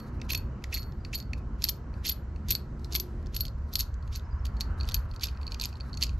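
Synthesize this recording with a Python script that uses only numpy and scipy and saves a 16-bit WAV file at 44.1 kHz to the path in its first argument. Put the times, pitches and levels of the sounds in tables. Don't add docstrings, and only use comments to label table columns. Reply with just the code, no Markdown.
import sys
import numpy as np
from scipy import signal
from scipy.fft import rfft, irfft, next_fast_len
from scipy.io import wavfile
from scipy.ndimage import uniform_filter1d, map_coordinates

SR = 44100
rng = np.random.default_rng(int(sys.argv[2]) if len(sys.argv) > 2 else 0)


def makeup_ratio(level_db):
    decades = np.asarray(level_db, float) / 20
    return 10 ** decades


def dump(signal):
    limited = np.clip(np.atleast_2d(signal).T, -1, 1)
    pcm = np.round(limited * 32767).astype(np.int16)
    wavfile.write(sys.argv[1], SR, pcm)


N = 273137

# (time [s], t60 of the low ring [s], t60 of the high ring [s], bolt knock over the click [dB])
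FREEDOM = [(0, 0.51, 0.37, 0.5), (.3, 0.18, 0.074, -6), (.4, 0.21, .09, -8), (.75, 0.4, 0.11, -3),
           (.8, 0.58, 0.65, -9), (.95, 0.083, 0.31, -8), (1.3, 0.26, 0.087, -12),
           (1.6, 0.015, 0.084, -20.5), (2.1, 0.07, 0.06, -15), (3.8, 0.069, .08, -11),
           (4.6, 0.059, 0.06, -2.5), (4.8, 0.027, 0.045, -4), (6.2, 0.043, 0.083, 0)]
# (time of full rattle [s], length [s], force [dB])
FLICKS = [(0.303, 0.03, -45.5), (0.733, 0.026, -41), (1.139, 0.021, -44), (1.62, 0.047, -47),
          (2.061, 0.062, -39), (2.497, 0.029, -38.5), (2.927, 0.048, -42.5), (3.349, 0.072, -42.5),
          (3.791, 0.035, -57), (3.733, 0.014, -48), (4.139, 0.03, -45), (4.873, 0.07, -58),
          (5.236, 0.027, -37), (5.591, 0.01, -57), (6.022, 0.019, -40.5)]
# (centre [Hz], width [Hz], level [dB])
STEEL = [(1200, 7100, -25.5), (3660, 1010, -1), (4240, 650, 4), (5230, 1370, -0.5), (6530, 1000, -0.5),
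         (7490, 3600, -10.5)]
# (centre [Hz], width [Hz], level [dB])
SHINE = [(8800, 1200, -7.5), (11660, 650, 7.5)]
STEEL_TOP_HZ = 13240


def contacts():
    low_hz = [4340, 4475, 4190, 4600]
    high_hz = [11810, 12180, 11880, 12120]
    # (level [dB], share of the ring's t60)
    low_ring = [(3, 0.46), (-1.5, 0.95), (4, 0.049), (-3, 0.28)]
    high_ring = [(0.5, 0.55), (0, 0.55), (-16, 1), (-16, 1)]
    # (time [s], click level [dB])
    catches = [(1.147, -35.5), (5.237, -30.5), (0.266, -61), (1.626, -37), (.7729, -46.5), (0.7008, -63),
               (0.7334, -39), (0.8295, -42), (1.65, -29.5), (2.077, -31), (2.4921, -36.5), (2.922, -36),
               (2.943, -40.5), (4.1708, -47), (4.469, -50), (4.613, -32.5), (4.894, -51), (4.912, -39),
               (5.2253, -55), (5.249, -55), (5.507, -49), (5.619, -39), (5.631, -41), (5.6477, -28),
               (5.695, -52), (5.738, -54), (5.769, -49), (5.895, -58), (6.0103, -38), (6.0355, -29),
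               (.2925, -54), (.786, -46), (.922, -52), (0.838, -51), (1.225, -45), (2.9255, -35),
               (2.944, -49), (3.457, -46.5), (3.481, -41), (3.768, -39), (3.814, -40.5), (3.828, -46),
               (3.941, -54), (4.1272, -46), (4.138, -44.5), (4.141, -54), (4.185, -60), (4.1953, -48),
               (4.45, -48), (4.6022, -44), (4.8528, -47), (4.879, -44), (4.897, -37), (5.251, -33),
               (5.312, -57), (5.512, -50), (5.668, -50), (5.816, -60), (5.949, -49), (6.067, -45)]

    times, click_db, knock_db, low_db, high_db, held = np.transpose(sorted(thread_contacts() + taps()))
    low_t60, high_t60, _ = curves(FREEDOM, times)
    held_t60 = 0.029
    low_t60 = np.where(held, np.minimum(low_t60, held_t60), low_t60)

    shine_db = .6 * click_db + 0.44 * high_db
    clicks = uneven(times, click_db + 8.5, 0.0004, .014, STEEL)
    clicks += bursts(times, shine_db + 0.5, 0.0003, 0.02, SHINE)

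    small_s, small_db = np.hstack([chatter(count=7), np.transpose(catches) + [[0], [11]]])
    small = uneven(small_s, small_db, 0.00028, 0.0088, STEEL)
    small += bursts(small_s, 1.9 * small_db - 0.5, 0.0004, 0.0031, SHINE)

    small_knock_db = small_db + curves(FREEDOM, small_s)[2] + 1.5
    knocks = knocking(np.r_[times, small_s], np.r_[knock_db + 18, small_knock_db])

    settled = times + .0006
    low_level = carried(times, low_db, low_t60) - 1.2
    high_level = carried(times, high_db, high_t60) - 2.5
    low = ringing(settled, low_level, low_t60, low_hz, low_ring, detune=.007, size=50, purer_db=12.5)
    high = ringing(settled, high_level, high_t60, high_hz, high_ring, detune=.001, size=60, purer_db=0)
    return filtered(clicks + knocks + small + low + high, lambda hz: 1 / (1 + (hz / STEEL_TOP_HZ) ** 34))


def thread_contacts():
    # (time [s], click level [dB], low ring level [dB], high ring level [dB])
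    blows = [(.001, -49, -53, -59), (.3046, -31, -46, -37), (.3188, -49, -30.5, -23),
             (.3494, -33, -30.5, -28), (.741, -31, -31, -28.5), (1.1538, -39, -34, -45),
             (1.6402, -17, -18, -23), (1.6865, -26, -24, -37), (1.6909, -25, -25, -22),
             (2.0589, -36, -38, -35), (2.0806, -31, -44, -33), (2.0944, -28, -31, -16.5),
             (2.1143, -31, -35, -48), (2.5057, -20, -43, -18), (2.5096, -18.5, -51, -19),
             (2.5215, -30, -45, -22), (2.5289, -51, -38.5, -30.5), (2.9512, -24, -56.5, -24),
             (2.9569, -32, -45, -17), (2.9986, -28, -36.5, -27), (3.0034, -48, -48, -28),
             (3.4066, -31, -28.5, -23.5), (3.7545, -17.5, -30, -22.5), (3.763, -53.5, -56, -36),
             (3.8008, -28, -37, -26.5), (4.6076, -31.5, -26, -36), (4.9427, -25.5, -24.5, -20),
             (5.2333, -26, -23.5, -46), (6.0198, -33, -32, -44), (6.0253, -25, -24.5, -36)]
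    # (time [s], click level [dB], high ring level [dB])
    jolts = [(0.3328, -27, -31), (0.375, -36.5, -34), (0.761, -42, -50), (1.1388, -34, -51),
             (1.1768, -42, -42), (1.2004, -36, -51), (1.6209, -36.5, -45.5), (2.0689, -28, -37),
             (2.0873, -32.5, -26), (2.4847, -33.5, -42), (2.5508, -25.5, -30), (2.932, -34.5, -39),
             (2.983, -41.5, -52), (3.3439, -34.5, -57.5), (3.3636, -28, -26), (3.4516, -38.5, -42.5),
             (3.736, -42.5, -35), (3.797, -29.5, -29), (3.791, -27, -25), (4.1534, -34, -49.5),
             (4.1582, -35.5, -40.5), (4.4542, -36.5, -46), (4.888, -32, -41.5), (5.2375, -26, -28.5),
             (5.2555, -37, -39), (5.5978, -30.5, -53), (5.6195, -31.5, -36), (5.6378, -25, -42),
             (5.6544, -32, -34.5), (6.0412, -33, -46), (0.3144, -34, -38), (0.7476, -40, -34),
             (0.7768, -34, -43), (1.1487, -30, -30.5), (1.635, -39.5, -51), (1.67, -48, -57.5),
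             (1.6802, -40, -55), (2.0643, -35, -26), (2.091, -29, -33), (2.121, -46.5, -26.5),
             (2.129, -52, -39.5), (2.501, -38, -36.5), (2.547, -42.5, -50), (2.9456, -32, -34.5),
             (2.9601, -25.5, -22), (3.348, -41, -38), (3.3884, -50, -50), (3.4005, -38, -44.5),
             (3.731, -43.5, -49.5), (3.785, -41, -36.5), (3.806, -23, -27.5), (3.82, -41, -41),
             (4.1707, -57, -47.5), (4.4649, -40, -55), (4.9471, -35, -45), (4.953, -38.5, -33.5),
             (5.52, -46, -57), (5.612, -30, -43), (6.032, -30, -35), (6.0363, -34, -38)]
    # (time [s], click level [dB], low ring level [dB])
    ticks = [(0.794, -44, -47.5), (0.821, -46, -49.5), (1.186, -40, -46), (1.6682, -48, -53),
             (2.794, -54.5, -70), (2.8445, -42, -66), (3.2266, -55, -73), (3.26, -52, -72),
             (3.268, -50, -73), (3.4342, -45, -54), (3.4656, -42, -44), (3.4824, -52.5, -55),
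             (4.025, -56, -61), (4.076, -50.5, -72), (4.568, -52, -49.5), (4.8317, -44.5, -38.5),
             (4.8748, -45, -52.5), (4.918, -38, -29.5), (5.113, -53, -45.5), (5.1614, -44, -45),
             (5.196, -49, -52), (5.21, -39, -44), (5.269, -36, -55), (5.7544, -53, -53), (5.93, -49, -41),
             (5.9406, -45, -41), (5.9733, -39.5, -40), (6.0659, -47, -57)]
    jolt_ring_db, tick_shine_db = -6.5, -22.5

    thread = list(blows)
    thread += [(s, db, db + jolt_ring_db, high) for s, db, high in jolts]
    thread += [(s, db, low, db + tick_shine_db) for s, db, low in ticks]
    return [(s, db, db + curves(FREEDOM, s)[2], low, high, False) for s, db, low, high in thread]


def taps():
    # (time [s], bolt knock level [dB], low ring level [dB])
    pushes = [(0.199, -45.5, -73), (0.2149, -27, -48), (0.3, -25.5, -52), (0.622, -52.5, -66),
              (0.64, -25.5, -70), (0.7278, -26.5, -60), (1.0487, -29.5, -33.5), (1.133, -26.5, -52),
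              (1.332, -25, -38.5), (1.939, -47.5, -55.5), (2.3603, -43, -56.5), (4.801, -43.5, -41),
              (4.809, -34.5, -31), (4.8438, -39, -47.5), (4.965, -36, -36), (5.137, -42, -54),
              (5.2849, -34, -35.5), (5.348, -51, -56), (5.3725, -46, -58), (5.4132, -44, -49),
              (5.43, -42, -45), (5.467, -38, -37.5), (5.477, -35, -35), (5.5196, -32, -28.5),
              (5.5442, -30, -39), (5.727, -42, -46), (5.801, -38.5, -52.5), (5.807, -43, -36),
              (6.0924, -34.5, -44), (6.13, -47, -57), (0.304, -23, -60), (0.333, -30, -60),
              (0.3464, -19.5, -59), (0.7246, -27, -68.5), (0.7328, -31, -70), (0.764, -35, -50),
              (0.771, -26, -40), (2.04, -41.5, -68), (1.6209, -36.5, -57.5), (1.666, -42, -44),
              (.29, -38, -67), (.72, -46, -77), (1.129, -28, -71.5), (3.338, -47.5, -67.5),
              (5.63, -28, -48.5), (6.033, -41, -38)]
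    click_db, shine_db = -14.5, -44.5
    firms_db_per_s = 0.5
    return [(s, db + click_db + firms_db_per_s * s, db, low, db + shine_db, True) for s, db, low in pushes]


def chatter(count):
    start, length, force_db = np.transpose(FLICKS)[:, :, None]
    spin_down_s = 0.0094
    luck = rng.random((len(FLICKS), count, 2))
    late = (np.arange(count) + luck[..., 0]) / count
    size_db = force_db + 6 - 5 * np.log(luck[..., 1] + .02) - 8 * late
    return (start + late * (length + spin_down_s)).ravel(), size_db.ravel()


def knocking(times, level_db):
    # (centre [Hz], width [Hz], level of each pass [dB])
    long_bolt = [(1639.4, 880, -8.5), (1977, 520, -1.5), (2614, 330, 0), (5990, 550, -9.5)]
    # (centre [Hz], width [Hz], level of each pass [dB])
    short_bolt = [(2460, 290, -1), (3306, 1780, -7.5)]
    regrip_s = 4.7
    early = times < regrip_s
    before = bursts(times[early], level_db[early], 0.0005, 0.012, long_bolt, order=2)
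    after = bursts(times[~early], level_db[~early], 0.0005, 0.012, short_bolt, order=2)
    return before + after


def carried(times, level_db, t60):
    dent_db = 4.5
    out = list(level_db[:1])
    for k in range(1, len(times)):
        faded_db = out[-1] - 60 * (times[k] - times[k - 1]) / t60[k - 1]
        out.append(max(level_db[k], faded_db - dent_db))
    return np.array(out)


def ringing(times, level_db, t60, mode_hz, modes, detune, size, purer_db):
    t = np.arange(N) / SR
    last = np.clip(np.searchsorted(times, t) - 1, 0, None)
    grip = np.clip(0.077 / np.maximum(t60, .004), 0, 1)
    free = 1 - grip[last]
    luck = rng.standard_normal((len(times), len(modes), 3))
    out = np.zeros(N)
    for k, (hz, (db, share)) in enumerate(zip(mode_hz, modes)):
        fade_db = -60 * (t - times[last]) / np.maximum(share * t60[last], .004)
        rough_db = 1.2 * luck[last, k, 0] + (1.5 * hz / 12000 + 1.5 * grip[last]) * wobble(120)
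        side_db = (k > 0) * purer_db * free
        jump = np.exp(1.5j * np.cumsum(grip * luck[:, k, 1]))[last]
        swing = makeup_ratio(level_db[last] + db - side_db + fade_db + rough_db) * jump
        soft = uniform_filter1d(swing.real, size) + 1j * uniform_filter1d(swing.imag, size)
        pitch = hz * (1 + detune * (grip ** 2 * luck[:, k, 2])[last])
        scuff = .6 * (1 + 1.8 * free) * (hz / 12000) ** 1.5 * wobble(150)
        out += (soft * np.exp(2j * np.pi * np.cumsum(pitch) / SR + 1j * scuff)).real
    return out


def uneven(times, level_db, rise, t60, colour):
    uneven_db = 3.5
    dull_hz = 8360
    luck = rng.standard_normal((len(times), 3))
    mixed = np.zeros(N)
    for k, group in enumerate(np.array_split(np.array(colour), 3)):
        mixed += bursts(times, level_db + uneven_db * luck[:, k], rise, t60, group)
    return filtered(mixed, lambda hz: 1 / (1 + 1.2j * hz / dull_hz - (hz / dull_hz) ** 2) ** 2)


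def bursts(times, level_db, rise, t60, colour, order=1):
    t = np.arange(SR // 30) / SR
    hits = np.bincount(np.round(times * SR).astype(int), makeup_ratio(level_db), N)
    shape = (1 - np.exp(-t / rise)) * makeup_ratio(-60 * t / t60)
    noise = signal.oaconvolve(hits, shape)[:N] * np.sign(rng.standard_normal(N))
    return filtered(noise, lambda hz: peaks(colour)(hz) ** order)


def snaps():
    # (time [s], peak level [dB])
    crests = [(0.3033, -15.5), (0.3194, -25), (0.3316, -19), (0.3495, -9), (0.6399, -26.5), (0.7327, -26),
              (0.7404, -21), (0.7478, -18), (1.135, -29), (1.1508, -18.5), (1.333, -30.5), (1.6396, -7),
              (1.69, -12.5), (1.695, -9), (2.0588, -22), (2.0657, -24), (2.0764, -25), (2.0804, -21.5),
              (2.096, -24), (2.485, -24), (2.5052, -12), (2.5106, -19), (2.515, -16), (2.551, -21.5),
              (2.8462, -28), (2.9238, -20), (2.9512, -26), (2.9555, -15), (2.962, -21), (2.997, -27),
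              (3.3444, -32), (3.3649, -19.5), (3.4057, -21), (3.7365, -19.5), (3.7569, -13), (3.7984, -29),
              (3.8007, -25), (4.1574, -36), (4.4528, -24), (4.6074, -12.5), (4.811, -30), (4.888, -24),
              (4.9198, -24), (4.9437, -10), (5.1118, -41), (5.161, -42.5), (5.2378, -15), (5.469, -30),
              (5.5209, -32), (5.5444, -21), (5.5987, -20), (5.6366, -23), (5.8066, -37), (5.9723, -21),
              (6.0118, -27), (6.0255, -22), (6.0255, -13), (6.037, -11), (6.0414, -28), (6.0647, -32)]
    times, peak_db = np.transpose(crests)
    colour = STEEL + [(hz, width, db - 14.5) for hz, width, db in SHINE]
    cracks = bursts(times, peak_db + 1.5, .0001, 0.0036, colour)
    return filtered(cracks, lambda hz: 1 / (1 + (hz / STEEL_TOP_HZ) ** 30))


def rubbing():
    # (frequency [Hz], density [dB per Hz])
    skin_colour = [(900, -44.5), (2000, -5), (3500, -2.5), (6500, -8), (9000, -23.5), (12000, -9.5),
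                   (13200, -24.5), (15700, -59.5)]
    # (frequency [Hz], density [dB per Hz])
    whisper = [(2000, -44), (4000, 4.5), (7000, -7.5), (10000, -11.5), (12000, -3), (13000, -21.5),
               (14000, -54)]
    # (start time [s], end time [s], hiss level [dB])
    finger_shifts = [(0, 0.248, -70.5), (0.624, 0.695, -69.5), (1.032, 1.103, -72), (1.3, 1.323, -77),
                     (1.366, 1.398, -69.5), (1.931, 1.993, -74), (2.339, 2.409, -76), (2.769, 2.901, -72.5),
                     (3.015, 3.304, -75), (3.588, 3.69, -78.5), (4.013, 4.1, -76), (4.445, 4.623, -71),
                     (4.646, 4.757, -78), (4.774, 4.994, -66), (5.008, 5.09, -76), (5.109, 5.904, -69),
                     (5.927, 6.19, -73.5)]
    drag_s = .045
    t = np.arange(N) / SR

    def swell(times, levels_db):
        return makeup_ratio(np.interp(t, times, levels_db, left=-150, right=-150))

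    def grit(depth_db):
        return rng.standard_normal(N) * makeup_ratio(depth_db * wobble(500) + 7.4 * wobble(55))

    drag, rattle, shifts = np.zeros((3, N))
    for s, length, db in FLICKS:
        drag += swell([s - drag_s, s - .004, s + 0.086], [db - 42, db - 2.0, db - 39.0])
        end = s + length
        rattle += swell([s - .015, s, end, end + .045], [db - 30, db - 6, db - 10, db - 38])
    for a, b, db in finger_shifts:
        shifts += swell([a - .03, a, b, b + 0.028], [db - 35.0, db, db + 0.5, db - 17.0])

    skin = unit(filtered(grit(1.3), lambda hz: makeup_ratio(along(skin_colour, hz))))
    fingers = unit(filtered(grit(1.3), lambda hz: makeup_ratio(along(whisper, hz))))
    rasp = peaks(STEEL + [(hz, width, db - 25.5) for hz, width, db in SHINE])
    threads = unit(filtered(grit(5), lambda hz: rasp(hz) / (1 + (hz / STEEL_TOP_HZ) ** 24)))
    return drag * skin + rattle * threads + shifts * makeup_ratio(2.2 * wobble(25)) * fingers


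def shop(x):
    # (frequency [Hz], t60 [s])
    decay = [(500, 0.14), (2500, 0.26), (5000, 0.2), (9000, 0.19), (12000, 0.17)]
    hz, t, z = signal.stft(rng.standard_normal((2, SR // 2)), SR, nperseg=256)
    fading = z * makeup_ratio(-60 * t / along(decay, hz)[:, None])
    a, b = signal.istft(fading, SR, nperseg=256)[1]
    tail = np.array([a + 0.86 * b, a - 0.16 * b])
    tail /= np.linalg.norm(tail[0])
    late = np.pad(x, (200, 0))[None]
    return signal.fftconvolve(late, tail, axes=1)[:, :N]


def bird():
    # (time [s], length [s], start pitch [Hz], end pitch [Hz], level [dB])
    peeps = [
        (1.0, .05, 4850, 4700, -75),
        (4.065, .035, 6500, 6400, -77),
        (4.182, .015, 6200, 5700, -72),
        (4.232, .012, 4600, 5200, -74),
        (4.243, .03, 5280, 5100, -68),
        (4.309, .022, 4950, 4740, -64),
        (4.383, .012, 6400, 5500, -72),
        (4.392, .018, 5350, 5250, -67),
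        (4.435, .015, 5150, 5000, -71),
    ]
    out = np.zeros(N)
    for s, length, from_hz, to_hz, db in peeps:
        u = np.arange(round(length * SR)) / (length * SR)
        pitch = from_hz + (to_hz - from_hz) * u
        tone = np.sin(2 * np.pi * np.cumsum(pitch) / SR)
        out[round(s * SR):][:len(u)] += makeup_ratio(db) * np.sin(np.pi * np.sqrt(u)) * tone
    return out * makeup_ratio(3 * wobble(200))


def traffic():
    # (time [s], rumble level [dB], drone level [dB], tyre roar level [dB])
    levels = [(0.0, -35, -42, -54.5), (1.2, -36.5, -44.5, -58.5), (2.0, -37.5, -44, -57),
              (2.8, -35.5, -44.5, -58.5), (3.67, -35, -47.5, -59), (4.3, -32, -49, -55.5),
              (4.55, -29, -46.5, -54), (4.75, -31, -44.5, -51), (5.15, -34, -48.5, -54.5),
              (5.9, -37.5, -46.5, -55), (6.19, -32, -47.5, -57)]
    # (time [s], level [dB])
    lorry = [
        (0, -61.5),
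        (1.1, -61),
        (1.5, -64.5),
        (2.7, -57.5),
        (3.1, -49.5),
        (3.5, -70),
    ]
    # (frequency [Hz], density [dB per Hz])
    rumble = [(8.8, -47.5), (15, -16), (64, 5.5), (76, 1), (180, -24), (230, -54.5), (400, -120)]
    drone = [(71, -29.5), (120, -1), (177, -11), (227, -7.5), (275, -15.5), (750, -29), (980, -49),
             (1650, -120)]
    tyres = [(380, -2), (650, -4), (840, -2), (948, 3), (1110, 2.5), (1190, -2), (1300, 2), (2400, -16.5),
             (3120, -19.5), (5280, -120)]
    air = [(1500, -17.5), (2000, -0.5), (2600, -24), (4000, -10), (6500, -13), (8000, -19.5), (9500, -53.5),
           (14000, -85.5)]
    rumble_db, drone_db, roar_db = curves(levels)
    low = makeup_ratio(rumble_db) * rush(rumble, patchy_db=1.5) + makeup_ratio(drone_db) * rush(drone, patchy_db=1.66)
    exhaust = unit(filtered(rng.standard_normal(N), peaks([(357.3, 25, 0)])))
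    note = makeup_ratio(curves(lorry)[0]) * exhaust
    roar = makeup_ratio(roar_db + 1.5) * rush(tyres, patchy_db=1.5)
    return low + note + roar + makeup_ratio(-72.5) * rush(air, patchy_db=1.5)


def rush(spectrum, patchy_db):
    # (frequency [Hz], left-right likeness)
    alike = [(60, 1.0), (150, 1), (360, 0.91), (890, 0.74), (2170, 0.55), (5330, 0.62), (13100, 0.72)]
    z = signal.stft(rng.standard_normal((2, N + 512)), nperseg=512)[2]
    field = uniform_filter1d(uniform_filter1d(rng.standard_normal(z.shape[1:]), 4, 0), 20, 1)
    pair = signal.istft(z * makeup_ratio(patchy_db * unit(field)), nperseg=512)[1][:, :N]

    def spread(hz):
        turn = np.arccos(np.clip(along(alike, hz), -1, .998)) / 2
        return makeup_ratio(along(spectrum, hz)) * [np.cos(turn), np.sin(turn)]

    mid, side = filtered(pair, spread)
    return unit(np.array([mid + side, mid - side]))


def unit(x):
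    return x / np.sqrt(np.mean(x ** 2) + 1e-20)


def along(points, hz):
    f, v = np.transpose(points)
    return np.interp(np.log(hz + 1), np.log(f + 1), v)


def curves(rows, s=None):
    t, *cols = np.transpose(rows)
    return [np.interp(np.arange(N) / SR if s is None else s, t, c) for c in cols]


def wobble(rate):
    knots = rng.standard_normal(int(N * rate / SR) + 4)
    return map_coordinates(knots, [np.arange(N) * rate / SR])


def filtered(x, response):
    m = next_fast_len(N + SR // 2)
    return irfft(rfft(x, m) * response(np.fft.rfftfreq(m, 1 / SR)), m)[..., :N]


def peaks(modes):
    def response(f):
        total = 0
        for k, (c, w, db) in enumerate(modes):
            total = total + (-1) ** k * makeup_ratio(db) * 1j * f * w / (c * c - f * f + 1j * f * w)
        return total
    return response


def scene():
    # (frequency [Hz], left over right [dB])
    lean = [(900, -1.5), (2000, -2), (6000, -3.5), (9000, -0.5), (11000, 2.5), (12000, 3.5), (13000, 3.5)]
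    # (frequency [Hz], left leads by [rad])
    lead = [(1000, -0.18), (2200, -0.8), (3500, -0.76), (5500, 0.15), (8700, 0.59)]
    sides = np.array([[.5], [-.5]])
    nut = contacts() + rubbing() + snaps()
    near = filtered(nut, lambda hz: makeup_ratio(sides * along(lean, hz)) * np.exp(1j * sides * along(lead, hz)))
    peeps = bird()
    far = shop(peeps * makeup_ratio(6 * wobble(300)))
    lag_s = .00002

    def street_side(hz):
        return makeup_ratio(sides * -.4) * np.exp(-2j * np.pi * hz * sides * lag_s)

    street = filtered(traffic(), street_side)
    return near + makeup_ratio(-15.5) * shop(nut) + peeps + makeup_ratio(-4) * far + street


def low_pass(x):
    return signal.sosfilt(signal.butter(12, 15700, fs=SR, output="sos"), x)


def record(dry):
    soft = filtered(dry, lambda hz: 1 / (1 + (hz / 14500) ** 10))
    return low_pass(soft)


dry = scene()
out = record(dry)
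dump(out)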